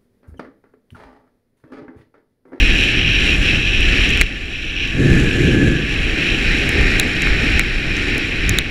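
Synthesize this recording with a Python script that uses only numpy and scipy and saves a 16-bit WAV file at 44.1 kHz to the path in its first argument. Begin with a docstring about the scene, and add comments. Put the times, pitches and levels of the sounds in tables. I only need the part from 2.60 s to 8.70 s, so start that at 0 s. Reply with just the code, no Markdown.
"""On a zip line, at a cased camera riding with the trolley down a steel cable.
The sheaves whir over the strands and slowly lose speed. The airstream hisses on the case, buffets
the microphone and whistles, loudest while the camera turns sideways. Water drops smack the case;
after the hardest ones the camera's gain control ducks everything and slowly recovers."""
import sys
import numpy as np
from scipy import signal
from scipy.fft import rfft, irfft, next_fast_len
from scipy.io import wavfile
from scipy.ndimage import uniform_filter1d, minimum_filter1d, map_coordinates

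SR = 44100
rng = np.random.default_rng(int(sys.argv[2]) if len(sys.argv) > 2 else 0)


def transcribe(signal):
    """Save signal, clipped to [-1, 1], as a 16-bit WAV file at the path in sys.argv[1]."""
    frames = np.atleast_2d(signal).T
    limited = np.clip(frames, -1, 1)
    pcm = np.round(limited * 32767).astype(np.int16)
    wavfile.write(sys.argv[1], SR, pcm)


N = 269010
TIME_S = np.arange(N) / SR


# sheave speed: time_s, turn_hz
SHEAVE_SPEED = [(0, 87), (1, 84.3), (2, 81.4), (3.2, 77.6), (4.5, 73), (5.4, 69.7), (6.1, 67.8)]
# whir envelope: time_s, level_db
WHIR_LEVEL = [(0, -16.5), (.66, -16.5), (1.15, -19), (1.55, -18), (1.75, -22.5), (2.05, -22.5), (2.24, -20),
              (2.37, -29.5), (2.88, -23), (3.0, -26.5), (3.52, -25.5), (3.67, -21), (4.35, -25),
              (4.98, -24), (5.3, -26), (6.1, -27)]
# trolley resonances: centre_hz, width_hz, gain_db
TROLLEY_MODES = [(2553, 460, 2.5), (2814, 510, -2.5), (3165, 470, -5.5), (3860, 350, -11.5),
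                 (4000, 180, -14.5), (5590, 620, -17)]
# frame response to sheave tones: pitch_hz, gain_db
FRAME_RESPONSE = [(950, -69), (1090, -51), (1160, -44), (1240, -60), (1375, -59), (1500, -39), (1750, -61),
                  (2000, -52)]

def trolley():
    """Strands rattle under the sheaves and ring the frame; uneven rims add throb and falling tones."""
    whir_db, = curves(WHIR_LEVEL)
    turn_hz, = curves(SHEAVE_SPEED)
    angle = 2 * np.pi * np.cumsum(turn_hz) / SR
    contact = eddies(rate_hz=480, depth_db=2.1)
    throb_db = 0.35 * np.cos(angle) + 0.71 * wobble(23.76)
    drift_db = 0.6 * wobble(7)
    whir = amp(whir_db + lull_db() + drift_db) * resonate(contact * amp(throb_db), TROLLEY_MODES)
    tones = np.zeros(N)
    for harmonic in range(13, 23):  # each swells as it slides through a frame resonance
        tone_db = np.interp(harmonic * turn_hz, *np.transpose(FRAME_RESPONSE)) + 1.9 * wobble(4.22)
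        tones += amp(tone_db) * np.sin(harmonic * angle + 2 * np.pi * rng.random())
    follow_db = 0.3 * (whir_db - whir_db.mean())
    return whir + tones * amp(follow_db - 1.5)


# case resonances: centre_hz, width_hz, gain_db
CASE_MODES = [(1635, 450, -6.5), (1835, 280, -1.5), (2160, 370, -2.5), (2430, 345, 0.5), (3893, 820, -13),
              (4730, 220, -28.5), (4676, 110, -16), (5355, 380, -17)]
# fine hiss spectrum: freq_hz, density_db
SPRAY_SPECTRUM = [(900, -40), (3000, 6.5), (4500, 3), (5020, -17), (5500, -2), (6400, 2), (7000, 3),
                  (7600, 1), (8200, -7), (10200, -7), (11400, -11), (12600, -18), (14000, -31),
                  (15500, -40)]
SWAY_HZ, SWAY_PEAK_S, SWAY_DB, SWAY_FADE_S = 1.62, 0.19, 3, 1.3

def airstream():
    """Air stirs the case's resonances and frays into fine hiss that swells as the camera sways."""
    hiss_gain = air_gain(base_db=-23.5, flow_db_per_db=1, speed_db_per_octave=-1, cross_db=-1.5)
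    hiss_gain *= amp(0.6 * lull_db() + 1.2 * wobble(9))
    hiss = resonate(eddies(rate_hz=360, depth_db=0.9), CASE_MODES)
    sway = np.cos(2 * np.pi * SWAY_HZ * (TIME_S - SWAY_PEAK_S)) * np.exp(-TIME_S / SWAY_FADE_S)
    spray_gain = air_gain(base_db=-38, flow_db_per_db=0.9, speed_db_per_octave=15.5, cross_db=5)
    spray_gain *= amp(SWAY_DB * sway + 0.84 * wobble(9))
    spray = coloured(eddies(rate_hz=170, depth_db=1.4), SPRAY_SPECTRUM)
    return hiss_gain * hiss + spray_gain * spray


# gusts on the microphone: peak_s, half_width_s, rumble_db, thud_db
MIC_GUSTS = [(0.477, 0.09, -16, -21), (.963, 0.16, -23, -21), (1.535, .04, -16, -33),
             (2.255, 0.024, -17, -37), (3.85, 0.11, -17.5, -35), (4.22, .08, -21, -27),
             (4.718, 0.032, -11, -41), (4.95, 0.029, -16, -39), (5.898, .045, -18, -17.5)]
# wind spectra: freq_hz, density_db
RUMBLE_SPECTRUM = [(5, -38), (14, -9), (25, -2), (42, -1.5), (60, -9), (90, -16.5), (160, -30), (400, -90)]
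BUFFET_SPECTRUM = [(30, 0.5), (70, 1), (125, 0), (205, -2), (300, -0.5), (400, -5), (520, -13), (660, -18),
                   (790, -17), (970, -27), (1130, -25.5), (1400, -18), (2200, -24), (6000, -80)]
ROAR_SPECTRUM = [(30, -27), (65, -2.5), (95, -8), (128, 1), (200, -9), (250, -6), (305, -3.5), (400, -13),
                 (500, -19.5), (900, -53), (5000, -72), (6400, -43), (8000, -62), (15000, -100)]
THUD_SPECTRUM = [(30, -16), (80, 8.5), (125, 4), (200, -5.5), (400, -35), (1500, -120)]

def wind():
    """Large eddies thump the microphone, small ones flutter on it; side-on, the air roars."""
    gust_gain = sum(amp(db) * bell(TIME_S, peak_s, width_s) for peak_s, width_s, db, _ in MIC_GUSTS)
    thud_gain = sum(amp(db) * bell(TIME_S, peak_s, width_s) for peak_s, width_s, _, db in MIC_GUSTS)
    rumble_gain = air_gain(base_db=-17.5, flow_db_per_db=0.5, speed_db_per_octave=15.5, cross_db=1)
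    buffet_gain = air_gain(base_db=-22, flow_db_per_db=0.75, speed_db_per_octave=3.5, cross_db=3.5)
    rumble = coloured(eddies(rate_hz=9.8, depth_db=2.6), RUMBLE_SPECTRUM)
    rumble *= np.hypot(rumble_gain, gust_gain)
    buffet = buffet_gain * coloured(eddies(rate_hz=21, depth_db=0.87), BUFFET_SPECTRUM)
    roar = amp(-12.5) * crosswind() * coloured(eddies(rate_hz=30, depth_db=0.5), ROAR_SPECTRUM)
    thud = thud_gain * coloured(rng.standard_normal(N), THUD_SPECTRUM)
    return rumble + buffet + roar + thud


# drops on the case: start_s, size_db, hardness_db_per_octave, spot_hz, spot_db
DROP_HITS = [(1.208, -17.5, 1.5, 2330, -9), (1.492, -18, -7, 6200, 2), (1.505, -10, -5, 7300, -17),
             (1.5744, -8.5, -5, 2280, -1), (1.6130, 4.5, -1, 2300, 4.5), (1.618, -3, -7, 2180, 6),
             (4.092, -5, -2, 2350, 0), (4.3982, -0.5, 7.5, 3910, 0), (4.621, -7.5, -5, 7000, -5.5),
             (4.6712, -14.5, -13, 1650, 12.5), (4.9952, 1, -2, 2280, 2.6), (5.3678, -24, -13, 6200, 7),
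             (5.5809, -21, 10, 7250, -19), (5.894, -8.5, 9.5, 6800, 0.5), (5.9869, 7.5, 1, 3820, -6.5)]
# shell modes rung by every drop: pitch_hz, gain_db, t60_s
SHELL_MODES = [(2000, -30.5, 0.023), (2030, -21.5, 0.032), (2940, -32, 0.036), (3930, -13, 0.0069),
               (6580, -5, 0.0028), (7420, -17, 0.0055), (9240, -12, 0.003), (11000, -27, 0.0082),
               (13900, -30, 0.0042)]
DROPLETS_PER_S, DROPLET_DB, DROPLET_SPREAD_DB, DROPLET_HZ = 1.5, -31, 2, 6500

def drops():
    """Each drop briefly rings the shell and the spot it strikes; faint droplets land at random."""
    hits = np.zeros(N + SR)
    t = np.arange(SR // 20) / SR
    mode_hz, mode_db, t60_s = np.transpose(SHELL_MODES)[:, :, None]
    droplets = [(when * N / SR, DROPLET_DB + DROPLET_SPREAD_DB * (2 * size - 1), 0, DROPLET_HZ, 0)
                for when, size in rng.random((round(DROPLETS_PER_S * N / SR), 2))]
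    for start_s, size_db, hardness_db_per_octave, spot_hz, spot_db in DROP_HITS + droplets:
        scatter_db, detune = rng.standard_normal((2, len(SHELL_MODES), 1))
        strike_db = mode_db + hardness_db_per_octave * np.log2(mode_hz / 3500) + scatter_db
        ring_hz = mode_hz * (1 + 0.03 * detune)
        shell = amp(strike_db - 60 * t / t60_s) * np.sin(2 * np.pi * ring_hz * t)
        spot_t60_s = 0.006 * (3500 / spot_hz) ** 0.14
        spot = amp(spot_db - 60 * t / spot_t60_s) * np.sin(2 * np.pi * spot_hz * t)
        hits[round(start_s * SR):][:len(t)] += amp(size_db) * (shell.sum(axis=0) + spot)
    # a small shell radiates no bass
    return signal.sosfilt(signal.butter(N=4, Wn=1300, btype="high", fs=SR, output="sos"), hits[:N])


# air across a case edge: time_s, pitch_hz, level_db
EDGE_TONE = [(0, 1756, -31), (2.12, 1756, -38.5), (2.53, 1740, -25), (2.75, 1725, -27.5), (3.18, 1696, -26),
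             (3.3, 1712, -35.5), (6.1, 1680, -69)]

def whistle():
    """Hoarse edge tone: a wavering core in a skirt of noise centred just below it."""
    def noise_band(rate_hz, phase):
        return wobble(rate_hz) * np.cos(phase) + wobble(rate_hz) * np.sin(phase)

    pitch_hz, level_db = curves(EDGE_TONE)
    angle = 2 * np.pi * np.cumsum(pitch_hz) / SR
    core = 1.1 * np.sin(angle + 0.5 * wobble(30)) + noise_band(45, angle)
    skirt = amp(2) * noise_band(230, 0.965 * angle)
    return amp(level_db) * unit(core + skirt)


# airflow on the case front, weakest when turned aside: time_s, flow_db
FRONT_AIRFLOW = [(0, 0.5), (.24, 0.5), (.45, -1.5), (.9, 0.5), (1.08, -5), (1.33, 1), (1.62, -1),
                 (1.82, -1), (2.15, -12), (2.36, -6), (2.6, -1), (3.2, -6), (3.5, -0.5), (3.85, 2),
                 (4.28, 4), (4.75, 2), (4.97, 3), (5.45, 0.9), (5.8, -1.5), (6.1, 0)]

def air_gain(base_db, flow_db_per_db, speed_db_per_octave, cross_db):
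    """Gain of an air layer from airflow, trolley speed and crosswind."""
    flow_db, = curves(FRONT_AIRFLOW)
    turn_hz, = curves(SHEAVE_SPEED)
    speed_db = speed_db_per_octave * np.log2(turn_hz / turn_hz[0])
    return amp(base_db + flow_db_per_db * flow_db + speed_db + cross_db * crosswind())


# air across the microphone, camera sideways: start_s, length_s, strength
CROSS_SWELLS = [(2.324, .285, 0.95), (2.727, 0.36, 0.95)]

def crosswind(attack_s=0.12, release_s=0.12):
    """Strength of the sideways air: each swell rises, holds and dies away."""
    swells = np.zeros(N)
    for start_s, length_s, strength in CROSS_SWELLS:
        rise = np.clip((TIME_S - start_s) / attack_s, 0, 1)
        fall = np.exp(-np.maximum(TIME_S - start_s - length_s, 0) / release_s)
        swells += strength * rise * fall
    return swells


# level dips: centre_s, half_width_s, gain_db
LEVEL_DIPS = [(0.096, 0.075, -1), (0.79, 0.036, -8.5)]

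def lull_db():
    """Brief dips in the whir and the hiss."""
    return sum(db * bell(TIME_S, centre_s, width_s) for centre_s, width_s, db in LEVEL_DIPS)


def amp(db):
    """Decibels to gain."""
    return 10 ** (np.asarray(db) / 20)


def unit(x):
    """Scale to rms 1."""
    return x / np.sqrt(np.mean(x ** 2) + 1e-20)


def bell(x, centre, half_width):
    """Gaussian with peak 1."""
    return np.exp(-((x - centre) / half_width) ** 2)


def curves(rows):
    """Per-sample curve for each column after time_s."""
    time_s, *columns = np.transpose(rows)
    return [np.interp(TIME_S, time_s, column) for column in columns]


def wobble(rate_hz):
    """Smooth random curve with knots at rate_hz."""
    knots = rng.standard_normal(int(N * rate_hz / SR) + 4)
    return map_coordinates(knots, [TIME_S * rate_hz])


def eddies(rate_hz, depth_db):
    """Turbulence: noise with a fluttering level."""
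    return rng.standard_normal(N) * amp(depth_db * wobble(rate_hz))


def filtered(x, response):
    """Apply the gain response(hz)."""
    size = next_fast_len(N + 8192)
    return irfft(rfft(x, size) * response(np.fft.rfftfreq(size, 1 / SR)), size)[:N]


def coloured(x, spectrum):
    """Shape x to a spectrum; rms 1."""
    freq_hz, db = np.transpose(spectrum)
    return unit(filtered(x, lambda hz: amp(np.interp(np.log(hz + 1), np.log(freq_hz), db))))


def resonate(x, modes):
    """Steep-sided resonances whose powers add; rms 1."""
    def response(hz):
        gains = [amp(db) * (hz * width_hz) ** 2 / ((centre_hz ** 2 - hz ** 2) ** 2 + (hz * width_hz) ** 2)
                 for centre_hz, width_hz, db in modes]
        return np.linalg.norm(gains, axis=0)

    return unit(filtered(x, response))


def scene():
    """All sources at one microphone."""
    return (trolley() + airstream() + whistle() + wind() + drops())[None]


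SENSE_LOW_HZ, SENSE_HIGH_HZ, THRESHOLD_DB, DUCK_DB_PER_DB, MAX_DUCK_DB = 1300, 4120, -7, 0.96, 9.5
DUCK_LAG_S, DUCK_ATTACK_S, DUCK_HOLD_S, RECOVER_DB_PER_S = 0.019, 0.042, 0.2, 21

def gain_control(x):
    """An overload turns the gain down a moment later; it holds, then creeps back."""
    sensed = filtered(x, lambda hz: (hz > SENSE_LOW_HZ) & (hz < SENSE_HIGH_HZ))
    level_db = 10 * np.log10(np.abs(uniform_filter1d(sensed ** 2, size=SR // 1000)) + 1e-12)
    wanted_db = -np.clip(DUCK_DB_PER_DB * (level_db - THRESHOLD_DB), 0, MAX_DUCK_DB)
    held_db = minimum_filter1d(wanted_db, round(DUCK_HOLD_S * SR))
    late_db = np.interp(TIME_S - DUCK_HOLD_S / 2 - DUCK_LAG_S, TIME_S, held_db, left=0)
    recovery_db = RECOVER_DB_PER_S * TIME_S
    gain_db = np.minimum.accumulate(late_db - recovery_db) + recovery_db
    return x * amp(uniform_filter1d(gain_db, round(DUCK_ATTACK_S * SR)))


# hollows in the cased microphone's response: centre_hz, half_width_hz, gain_db
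CASE_NOTCHES = [(950, 50, -2), (3620, 99, -0.5), (4310, 69, -3), (5020, 120, -2), (6490, 180, -5)]
BAND_LIMIT_HZ = 15400

def record(dry):
    """The case hollows the sound; the camera clips big drops, ducks after them and cuts the top."""
    def case_response(hz):
        return amp(sum(db * bell(hz, centre_hz, width_hz) for centre_hz, width_hz, db in CASE_NOTCHES))

    cased = filtered(dry[0], case_response)
    clipped = np.clip(gain_control(cased), -1, 1)
    return filtered(clipped, lambda hz: 1 / np.sqrt(1 + (hz / BAND_LIMIT_HZ) ** 100))[None]


dry = scene()
out = record(dry)
transcribe(out)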